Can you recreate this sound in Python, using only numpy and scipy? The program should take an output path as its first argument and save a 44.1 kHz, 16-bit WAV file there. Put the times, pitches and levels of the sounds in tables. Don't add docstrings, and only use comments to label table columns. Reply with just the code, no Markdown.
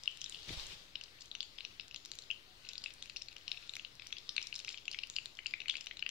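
import sys
import numpy as np
from scipy import signal
from scipy.fft import rfft, irfft, next_fast_len
from scipy.io import wavfile
from scipy.ndimage import uniform_filter1d, minimum_filter1d, map_coordinates

SR = 44100
rng = np.random.default_rng(int(sys.argv[2]) if len(sys.argv) > 2 else 0)


def persist_wave(psi):
    counts = np.round(np.clip(psi, -1, 1) * 32767).astype(np.int16)
    wavfile.write(sys.argv[1], SR, np.atleast_2d(counts).T)


def rack_gain(trim_db):
    fader = np.asarray(trim_db, float)
    return 10 ** (fader / 20)


N = 269010

# frequency in Hz, left-right likeness from -1 to 1.
LIKENESS = [(60, 0.67), (180, 0.77), (550, 0.59), (1650, -0.54), (4970, 0.3), (15000, 0.22)]


def unit(x):
    return x / np.sqrt(np.mean(x ** 2) + 1e-20)


def along(points, hz):
    f, v = np.transpose(points)
    return np.interp(np.log(hz + 1), np.log(f + 1), v)


def wobble(rate):
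    knots = rng.standard_normal(int(N * rate / SR) + 4)
    return map_coordinates(knots, [np.arange(N) * rate / SR])


def filtered(x, response):
    m = next_fast_len(N + SR // 2)
    return irfft(rfft(x, m) * response(np.fft.rfftfreq(m, 1 / SR)), m)[..., :N]


def causal(points, size=1024):
    cepstrum = irfft(np.log(rack_gain(along(points, np.fft.rfftfreq(size, 1 / SR))) + 1e-6))
    fold = np.r_[1, 2 * np.ones(size // 2 - 1), 1, np.zeros(size // 2 - 1)]
    return irfft(np.exp(rfft(cepstrum * fold)))


def rush(spectrum, alike, patchy_db):
    z = signal.stft(rng.standard_normal((2, N)), nperseg=512)[2]
    field = uniform_filter1d(rng.standard_normal(z.shape[1:]), size=6, axis=0)
    field = uniform_filter1d(field, size=12, axis=1)
    pair = signal.istft(z * rack_gain(patchy_db * unit(field)), nperseg=512)[1][:, :N]

    def response(hz):
        angle = np.arccos(np.clip(along(alike, hz), -1, 1)) / 2
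        return rack_gain(along(spectrum, hz)) * [np.cos(angle), np.sin(angle)]

    mid, side = filtered(pair, response)
    return unit(np.array([mid + side, mid - side]))


def flame():
    # time in seconds, level in dB.
    jet = [(0, -51.5), (2.5, -52), (4.1, -50), (6.1, -54)]
    # frequency in Hz, density in dB per Hz.
    hiss = [(530, -60), (900, -15), (1120, -11.5), (1160, -10.5), (1460, -12.5), (1900, -5), (2020, -6),
            (4360, -2.5), (5960, -10.5), (15100, -39), (16000, -27)]
    hiss_db = np.interp(np.arange(N) / SR, *np.transpose(jet))
    return rack_gain(hiss_db - 11.0 + 1.3 * wobble(4.22)) * rush(hiss, LIKENESS, patchy_db=2.0)


def house():
    # frequency in Hz, density in dB per Hz.
    murmur = [(12, -15), (36, -2), (60, -8.5), (140, -9), (176, -14.5), (213, -15.5), (322, -13.5),
              (750, -18), (860, -19.5), (1600, -17.5), (3000, -100)]
    # start in seconds, length in seconds, pitch in Hz, level in dB.
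    horns = [
        (2.46, 0.097, 729, -76),
        (2.577, 0.29, 1496, -77),
        (3.435, 0.18, 721, -76.5),
        (3.581, 0.16, 1396, -77),
        (4.23, 0.18, 1200, -76),
    ]
    t = np.arange(N) / SR
    tones = np.zeros(N)
    for start, length, hz, db in horns:
        swell = np.sin(np.pi * np.clip((t - start) / length, 0, 1)) ** .6
        tones += rack_gain(db + 3.5) * swell * np.sin(2 * np.pi * hz * t + 1.5 * wobble(30))
    return rack_gain(-67.5) * rush(murmur, LIKENESS, patchy_db=1.0) + tones


def ringing(hz, cycles, rise, t):
    swell = 1 - np.exp(-t * hz / rise)
    decay = rack_gain(-60 * (t * hz / cycles) ** 2.02)
    ring = swell * decay * np.sin(2 * np.pi * hz * t * (1 + 12 * t))
    return ring / np.abs(ring).max(axis=1, keepdims=True)


def patter(s, length, db, hz, count, octaves):
    draw = rng.random((count, 4))
    start = s + length * draw[:, 0]
    size_db = db + np.minimum(-4 * np.log(draw[:, 1]), 6.5)
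    hz = hz * 2 ** (octaves * (draw[:, 2] - .5))
    snap_db = size_db - 20 - 14 * draw[:, 3]
    return np.c_[start, size_db, hz, size_db - 8, 1.5 * hz, snap_db]


def pops():
    # start in seconds, cavity level in dB, cavity pitch in Hz, neck level in dB, neck pitch in Hz.
    deep = [(0.9554, -30.0, 2900, -32.5, 3660.0), (1.3148, -31, 3700, -56, 4900),
            (1.4058, -25, 3460, -32.0, 4800), (1.5851, -33, 3170, -44.5, 2350.0),
            (1.6067, -35.5, 2770, -41, 3900.0), (1.7974, -33.5, 2760, -35.5, 3620),
            (1.9113, -41, 2800, -47, 5250), (2.8601, -30.5, 2510, -44, 3600.0),
            (3.1626, -37, 2650, -36, 5200), (3.285, -34, 4220.0, -47, 2450.0),
            (3.5164, -26, 3850, -32, 2780), (3.6941, -30.5, 3800, -43.5, 2800),
            (3.8485, -33.5, 3000, -36.0, 3800), (3.9964, -42, 2340, -42, 3500),
            (4.1679, -35, 3000, -48, 4760.0), (4.2923, -27.0, 3740, -30.5, 5170),
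            (4.3802, -22.5, 2395, -25, 3690.0), (4.5268, -32, 2690, -45, 3740.0),
            (4.5421, -34, 4660, -45, 2600), (4.6805, -32, 2310, -38.5, 3070.0),
            (4.775, -37, 3250.0, -46, 4670), (4.8802, -26.5, 2740, -41, 4000),
            (4.9289, -38, 4850.0, -44.0, 2900), (4.9454, -32.5, 2940.0, -33.5, 2330),
            (5.0351, -29.5, 2760, -36.5, 4580), (5.1641, -24.5, 4560, -30.5, 2800),
            (5.1852, -27.5, 2710.0, -44, 3760.0), (5.4597, -27.5, 2590, -38, 3800.0),
            (5.5377, -26, 2274, -37.0, 3520), (5.617, -37, 2600, -49, 3810.0),
            (5.6578, -36.0, 2210.0, -46, 3010.0), (5.6974, -18, 3280, -34, 5770),
            (5.709, -32, 3120, -39, 4730.0), (5.7542, -29, 2580, -41, 4200.0),
            (5.9111, -34.0, 2150, -38.5, 3070), (6.0251, -25.5, 2640, -43, 1970.0)]
    plain = [(0.2159, -30, 5940, -35, 3230), (0.2423, -29, 5510.0, -35, 3360.0),
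             (0.2611, -34.0, 3650, -43.5, 2910), (0.3235, -36.5, 3300, -44, 5130.0),
             (0.3457, -33, 3200, -47, 5160.0), (0.3568, -40, 3150, -47.0, 4010.0),
             (0.5977, -33.5, 4180, -43.5, 2720.0), (1.4292, -36, 4070.0, -37.5, 3100),
             (1.6497, -33, 2830, -35.5, 3770.0), (1.961, -35, 4050, -36.5, 3250.0),
             (2.136, -42, 4200, -48.0, 3050), (2.6895, -31, 5050, -38, 3830.0),
             (2.7552, -34.5, 3840, -45.5, 2650.0), (2.78, -29, 4640, -44, 3760.0),
             (3.169, -28.5, 4250, -37.5, 5570), (3.2202, -31.5, 5270, -42, 3840.0),
             (3.4795, -30.5, 3930, -32.5, 2950), (3.5735, -41, 2730.0, -44, 3470.0),
             (3.7956, -33.5, 2900, -51, 3880.0), (4.1263, -26, 3360, -35.0, 2690),
             (4.1837, -36, 3800, -38.5, 5060.0), (4.4274, -30, 5210.0, -40, 3830.0),
             (4.5609, -28, 5100, -34, 4170), (4.6909, -30, 4800, -37, 3230.0),
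             (4.7236, -42, 5430.0, -47, 3710.0), (4.7432, -39, 2310, -38.5, 3150.0),
             (4.7818, -43.5, 2740.0, -47.0, 4740.0), (4.9346, -36, 3150.0, -40, 4770),
             (4.9882, -29.0, 2840.0, -33.5, 3900), (5.1592, -36.5, 5170.0, -47.0, 3880.0),
             (5.389, -33.5, 2190, -38.5, 2770.0), (5.4667, -27.0, 4700, -35.5, 2800),
             (5.6032, -33.5, 2640, -36, 3800.0), (5.7751, -42, 3720.0, -53, 2860.0),
             (6.0636, -25.5, 2740, -38, 1990.0)]
    shallow = [(0.036, -33.5, 5380.0, -43, 3600), (0.0579, -35, 3570.0, -46, 4660.0),
               (0.4928, -35, 3280.0, -40, 2420), (1.0121, -36.5, 2900, -42, 5200),
               (1.3515, -32.5, 2900, -36, 3540), (1.9448, -37, 2800, -36.5, 5100),
               (2.0508, -38, 4190.0, -39, 5600), (2.1881, -32.5, 4020, -36, 5900),
               (2.8399, -29.0, 4800, -36.5, 3230), (2.9054, -39.5, 3300, -48, 2520),
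               (3.0254, -31, 3600, -38, 6000), (3.098, -34.5, 4290.0, -40, 2700.0),
               (3.3638, -42, 2800, -56, 1990.0), (3.737, -33, 3880.0, -42, 2860),
               (4.0209, -41.0, 2370, -43, 3390.0), (4.0656, -44.5, 2330, -44.5, 2930.0),
               (4.3653, -23.5, 4100, -33, 2760), (4.4156, -36, 3000.0, -41, 3810.0),
               (4.4708, -30, 5400, -40, 4400), (4.5546, -31.5, 5520.0, -40, 3940.0),
               (4.5914, -33.5, 5970, -37.5, 3960), (4.6007, -35, 4720.0, -43, 2660.0),
               (4.6477, -35, 2930.0, -36, 5560), (4.6757, -36, 5200, -48, 2230),
               (4.7024, -39, 2910.0, -44.0, 3850.0), (4.7103, -41.0, 5150.0, -50, 4070.0),
               (4.7285, -39, 3880.0, -40, 4850.0), (4.855, -40.5, 4700, -42, 3270.0),
               (5.5097, -40, 3080.0, -43.0, 4800), (5.6828, -28, 3010.0, -33.0, 3850),
               (5.741, -38, 2120.0, -42, 3120.0), (5.7685, -36, 4960.0, -36, 3020.0),
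               (5.7825, -44, 2450, -45.0, 3370.0), (5.8096, -33, 5340, -41.5, 2780.0),
               (5.8696, -30.5, 2930, -34, 3730), (5.9709, -34, 3770.0, -47, 3040),
               (5.9933, -35, 3750, -43, 3060)]
    # start in seconds, cavity level in dB, cavity pitch in Hz.
    pure = [
        (.0767, -21, 2874),
        (2.3029, -29.5, 2700),
        (2.3116, -24.5, 2860),
    ]
    tiny = [(0.0705, -52, 3630.0), (0.1021, -48, 2870.0), (0.2104, -41, 6100.0), (0.2808, -44, 3190.0),
            (0.3681, -48.0, 2860.0), (0.373, -43, 3160), (0.3893, -42, 3530.0), (0.406, -50, 3090.0),
            (0.4214, -48, 3460.0), (0.4311, -39, 4350), (0.4487, -49, 3540.0), (0.8202, -54, 3220.0),
            (1.2079, -41, 5200), (1.2196, -40, 5200), (1.5813, -46, 3800.0), (1.8333, -50.0, 3210.0),
            (2.222, -41, 4360), (2.2372, -44.5, 3770.0), (2.6523, -44.5, 4220.0), (2.6676, -47.5, 2660),
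            (2.7154, -44, 2850), (2.8192, -43, 3850.0), (2.8817, -45, 2620), (3.0358, -46.0, 4100),
            (3.2168, -44, 2670.0), (3.3179, -49, 2780.0), (3.3282, -47, 2680.0), (3.3823, -44.0, 4170),
            (3.5444, -42.0, 2500), (3.5696, -47, 2430.0), (3.6265, -47, 2490.0), (3.6758, -45.0, 3460.0),
            (4.0451, -50.0, 2350.0), (4.1049, -49.0, 2310.0), (4.28, -49, 3930), (4.4112, -44.0, 3700.0),
            (4.6126, -48.0, 3460.0), (5.1388, -46.0, 3820), (5.3522, -47, 5210.0), (5.7284, -47, 3500),
            (5.8429, -43, 4730.0)]
    drops = [(.5075, -41, 3250), (1.8095, -41.5, 5120), (1.9755, -46, 4030), (3.0762, -50, 2840),
             (3.4929, -51, 4330), (3.5277, -43, 3930), (4.3775, -45, 2390), (5.3706, -45.5, 3300),
             (5.6888, -47, 2800), (5.6938, -35, 2270), (5.7224, -42, 3120)]
    # start in seconds, cavity level in dB, cavity pitch in Hz, snap in dB.
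    spits = [(0.1137, -46, 2960, -50), (0.1732, -41.5, 3420, -44.5), (0.297, -32.5, 7940, -46),
             (1.0378, -33.5, 4840, -50.5), (1.258, -72, 5400, -50), (1.8816, -59, 4100, -47.5),
             (2.0588, -45, 4430, -40), (2.117, -29, 4330, -40.5), (2.1543, -58, 4310, -47),
             (2.734, -33.5, 3960, -45), (2.9388, -42, 8450, -51), (3.058, -45, 2560, -49),
             (3.3663, -38, 2930, -49), (3.7544, -32.5, 3800, -40), (3.7671, -34, 2270, -40),
             (3.954, -63, 3220, -50), (4.0704, -69, 4160, -40), (4.582, -45, 4820, -45),
             (.668, -45, 4520, -45), (4.9146, -30, 4870, -45.5), (5.072, -51, 2670, -48),
             (5.1, -35, 3960, -40), (5.258, -28.5, 4030, -40.5), (5.372, -58, 3270, -54),
             (5.861, -44, 3680, -46.5), (6.0917, -30, 3070, -37.5)]
    rows = []
    for table, snap_db in [(deep, 28.2), (plain, 26), (shallow, 17)]:
        table = np.array(table)
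        snap = np.minimum(table[:, 1] - snap_db, -40)
        rows.append(np.c_[table, snap])
    for table, neck_db, ratio, snap_db in [(pure, 22.4, 1.79, 62), (tiny, 7, 1.37, 23), (drops, 7.4, 1.44, 31)]:
        s, db, hz = np.transpose(table)
        neck_hz = np.where(hz > 4496, hz / ratio, hz * ratio)
        rows.append(np.c_[s, db, hz, db - neck_db, neck_hz, db - snap_db])
    s, db, hz, snap_db = np.transpose(spits)
    neck_hz = 5770 * np.exp(0.1 * rng.standard_normal(len(s)))
    rows.append(np.c_[s, db, hz, snap_db + 3, neck_hz, snap_db])
    return np.vstack(rows)


def bubbles(s, db, hz, neck_db, neck_hz, snap_db):
    # frequency in Hz, level in dB.
    splash = [(500, -36), (2500, 4.5), (5000, 15), (8500, 9), (11000, -20), (15000, -33)]
    spark = [(600, -25), (1600, -4), (4000, 4), (7000, 10), (10000, -2), (16000, -13.5)]
    # delay in seconds, level in dB.
    bowl = [(.0007, -5), (.0013, -5), (.0022, -7), (.0036, -12), (.0056, -17), (.0105, -16), (.0135, -19)]
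    t = np.arange(320) / SR
    s, db, hz, neck_db, neck_hz, snap_db = (v[:, None] for v in (s, db, hz, neck_db, neck_hz, snap_db))
    depth = np.clip((db - snap_db - 19.5) / 30, 0, 1)
    cavity = rack_gain(db) * ringing(hz, 9 + 4 * depth, 0.29 + 5 * depth, t)
    neck = rack_gain(neck_db + 1.5) * ringing(neck_hz, 8.4 + 6 * depth, 1.0 + 3 * depth, t)

    chance = rng.random((len(s), 2))
    rim_db = (db + neck_db) / 2 - 13 + 8 - 9.7 * chance[:, :1]
    rim_hz = np.minimum(hz * 2 ** (0.28 + 0.98 * chance[:, 1:]), 6820)
    neck = neck + rack_gain(rim_db) * ringing(rim_hz, 21, 4.5, t)
    tones = cavity + neck

    snap = rng.standard_normal((len(s), len(t))) * rack_gain(-60 * t / .0009)
    snap[:, :1] += 3
    spit = db - snap_db < 15.5
    colour = np.where(spit, causal(spark)[:200], causal(splash)[:200])
    snap = signal.fftconvolve(snap, colour, axes=1)[:, :len(t)]
    snap = rack_gain(snap_db + 9.0) * snap / np.abs(snap).max(axis=1, keepdims=True)
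    burst = tones + snap

    at = np.round((s - .0002) * SR).astype(int) + np.arange(len(t))

    def place(sound, shift=0):
        return np.bincount((at + shift).ravel(), sound.ravel(), N + SR)[:N]

    direct = place(burst)
    upward = place(cavity + 1.52 * neck + 0.28 * snap)
    out = np.array([np.pad(direct, (1, 0))[:N], direct])
    returned = np.where(spit, .4, 1) * (0.62 * tones + 0.4 * burst)
    draw = rng.random((len(s), len(bowl), 3))
    for k, (delay, echo_db) in enumerate(bowl):
        for port in range(2):
            weak = draw[:, k, port, None]
            late = draw[:, k, 2:] + .3 * weak
            shift = (delay * SR * (1 + 0.2 * late)).astype(int)
            out[port] += place(rack_gain(echo_db - 9.6 * weak) * returned, shift)
    return upward, out


def kitchen(x):
    # frequency in Hz, 60 dB decay time in seconds.
    decay = [(1000, 0.87), (3000, 0.36), (6000, 0.39), (12000, 0.82)]
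    out = np.zeros((2, N + 2 * SR))
    step = SR // 3
    for start in range(0, N, step):
        hz, t, z = signal.stft(rng.standard_normal((2, SR // 2)), SR, nperseg=256)
        tail = signal.istft(z * rack_gain(-60 * t / along(decay, hz)[:, None]), SR, nperseg=256)[1]
        tail = tail / np.linalg.norm(tail[0])
        wet = signal.fftconvolve(x[None, start:start + step], tail, axes=1)
        out[:, start + 150:][:, :wet.shape[1]] += wet
    return out[:, :N]


def oil():
    # start in seconds, length in seconds, level in dB, middle pitch in Hz.
    fizz = [
        (0.485, 0.037, -59, 3050),
        (1.2, 0.027, -51.5, 4300),
        (2.647, 0.082, -54, 2720),
        (4.68, 0.041, -51, 4170),
        (5.698, 0.089, -56, 3250),
    ]
    distinct = pops()
    swarms = [patter(*swarm, count=10, octaves=0.35) for swarm in fizz]
    tiny = patter(0, 0.94, -57, 3660, count=210, octaves=0.75)
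    parent = (tiny[:, 0] * len(distinct)).astype(int)
    wait = rng.exponential(.06, len(tiny))
    tiny[:, 0] = np.minimum(distinct[parent, 0] + wait, N / SR)
    upward, near = bubbles(*np.vstack([distinct, tiny, *swarms]).T)
    return near + rack_gain(-8.0) * kitchen(upward)


def hand():
    # frequency in Hz, density in dB per Hz.
    skin = [(180, -26), (300, -9.5), (1500, -8.5), (3700, 4), (5500, -3), (7200, -10), (9000, -20),
            (16000, -29)]
    thud = [(12, -8), (45, -1.5), (135, -6.5), (178, -1), (230, -25), (330, -15.5), (1200, -33),
            (2500, -57)]
    # start in seconds, level in dB, pitch in Hz, 60 dB decay in seconds, left over right.
    jolts = [
        (0.488, -50, 111, 0.036, 0.74),
        (0.505, -36.5, 330, 0.018, 1),
        (0.573, -34.5, 55.3, 0.084, .1),
        (.607, -46, 21.2, 0.53, 0.23),
    ]
    touch_s, grab_s, lift_s, gone_s = .3, .479, .72, 1.0
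    creep_db, slide_db, sag_db_per_s, lift_db_per_s = -54.5, -47, 7, 96
    shock_db, settle_db_per_s, squeeze_db, lean_db = -46.5, 150, -69, -1
    t = np.arange(N) / SR
    touch = np.clip((t - touch_s) / 0.013, 0, 1) * np.clip((gone_s - t) / 0.053, 0, 1)
    grab = np.clip((t - grab_s) / .014 + .3, 0, 1)
    held = np.maximum(t - grab_s, 0)

    rub_db = creep_db + (slide_db - creep_db) * grab - sag_db_per_s * held
    rub_db = rub_db - lift_db_per_s * np.maximum(t - lift_s, 0)
    rub = rack_gain(rub_db + 2.6 * wobble(39.5)) * rush(skin, [(400, 1.0), (1400, .02)], patchy_db=1.5)

    shake = grab * rack_gain(shock_db - settle_db_per_s * held) + rack_gain(squeeze_db)
    lumps = rack_gain(2.5 * np.array([wobble(30), wobble(30)]))
    body = unit(lumps * rush(thud, [(50, 1.0), (200, 0.9)], patchy_db=3.0))
    rumble = touch * shake * rack_gain([[lean_db / 2], [-lean_db / 2]]) * body
    for s, db, hz, t60, left in jolts:
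        since = np.maximum(t - s, 0)
        rumble -= np.c_[[left, 1]] * rack_gain(db - 60 * since / t60) * np.sin(2 * np.pi * hz * since)
    return touch * rub * rack_gain([[-1.5], [1.5]]), rumble


def scene():
    # frequency in Hz, left over right in dB.
    tilt = [(60, 0.5), (100, 3), (180, 0), (310, 0.5), (550, 2), (950, 0), (1650, 6), (2860, 14), (4970, 9),
            (8640, -3), (15000, 1.5)]
    rub, rumble = hand()
    air = oil() + flame() + house() + rub
    hz, tilt_db = np.transpose(tilt)
    right_db = 20 * np.log10(2 / (1 + rack_gain(tilt_db)))
    ports = np.array([causal(np.c_[hz, right_db + tilt_db]), causal(np.c_[hz, right_db])])
    return signal.fftconvolve(air, ports, axes=1)[:, :N] + rumble


def thinned(x):
    hz, t, z = signal.stft(x, SR, nperseg=256)
    body = uniform_filter1d(np.sum(np.abs(z[:, 12:36]) ** 2, axis=(0, 1)), size=2)
    loudest = -minimum_filter1d(-body, size=11)
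    attack = loudest > rack_gain(2 * 13) * minimum_filter1d(body, size=11)
    cells = uniform_filter1d(np.abs(z.sum(axis=0)), size=4, axis=0)
    faint = cells < 1.15 * np.median(cells, axis=1, keepdims=True)
    gain = np.where(attack & (hz[:, None] > 7800), 1.15 * ~faint, 1)
    return signal.istft(z * gain, SR, nperseg=256)[1][:, :N]


def roll_off(x):
    return signal.sosfilt(signal.butter(12, 16620, fs=SR, output="sos"), x)


def record(dry):
    # frequency in Hz, level in dB.
    edge = [(15700, 0), (15900, -16), (16500, -20), (16700, -80)]
    wired = dry + rack_gain(-74.5) * rng.standard_normal(dry.shape)
    limited = filtered(wired, lambda hz: rack_gain(along(edge, hz)))
    mix = thinned(limited) - .0004
    return roll_off(mix)


dry = scene()
out = record(dry)
persist_wave(out)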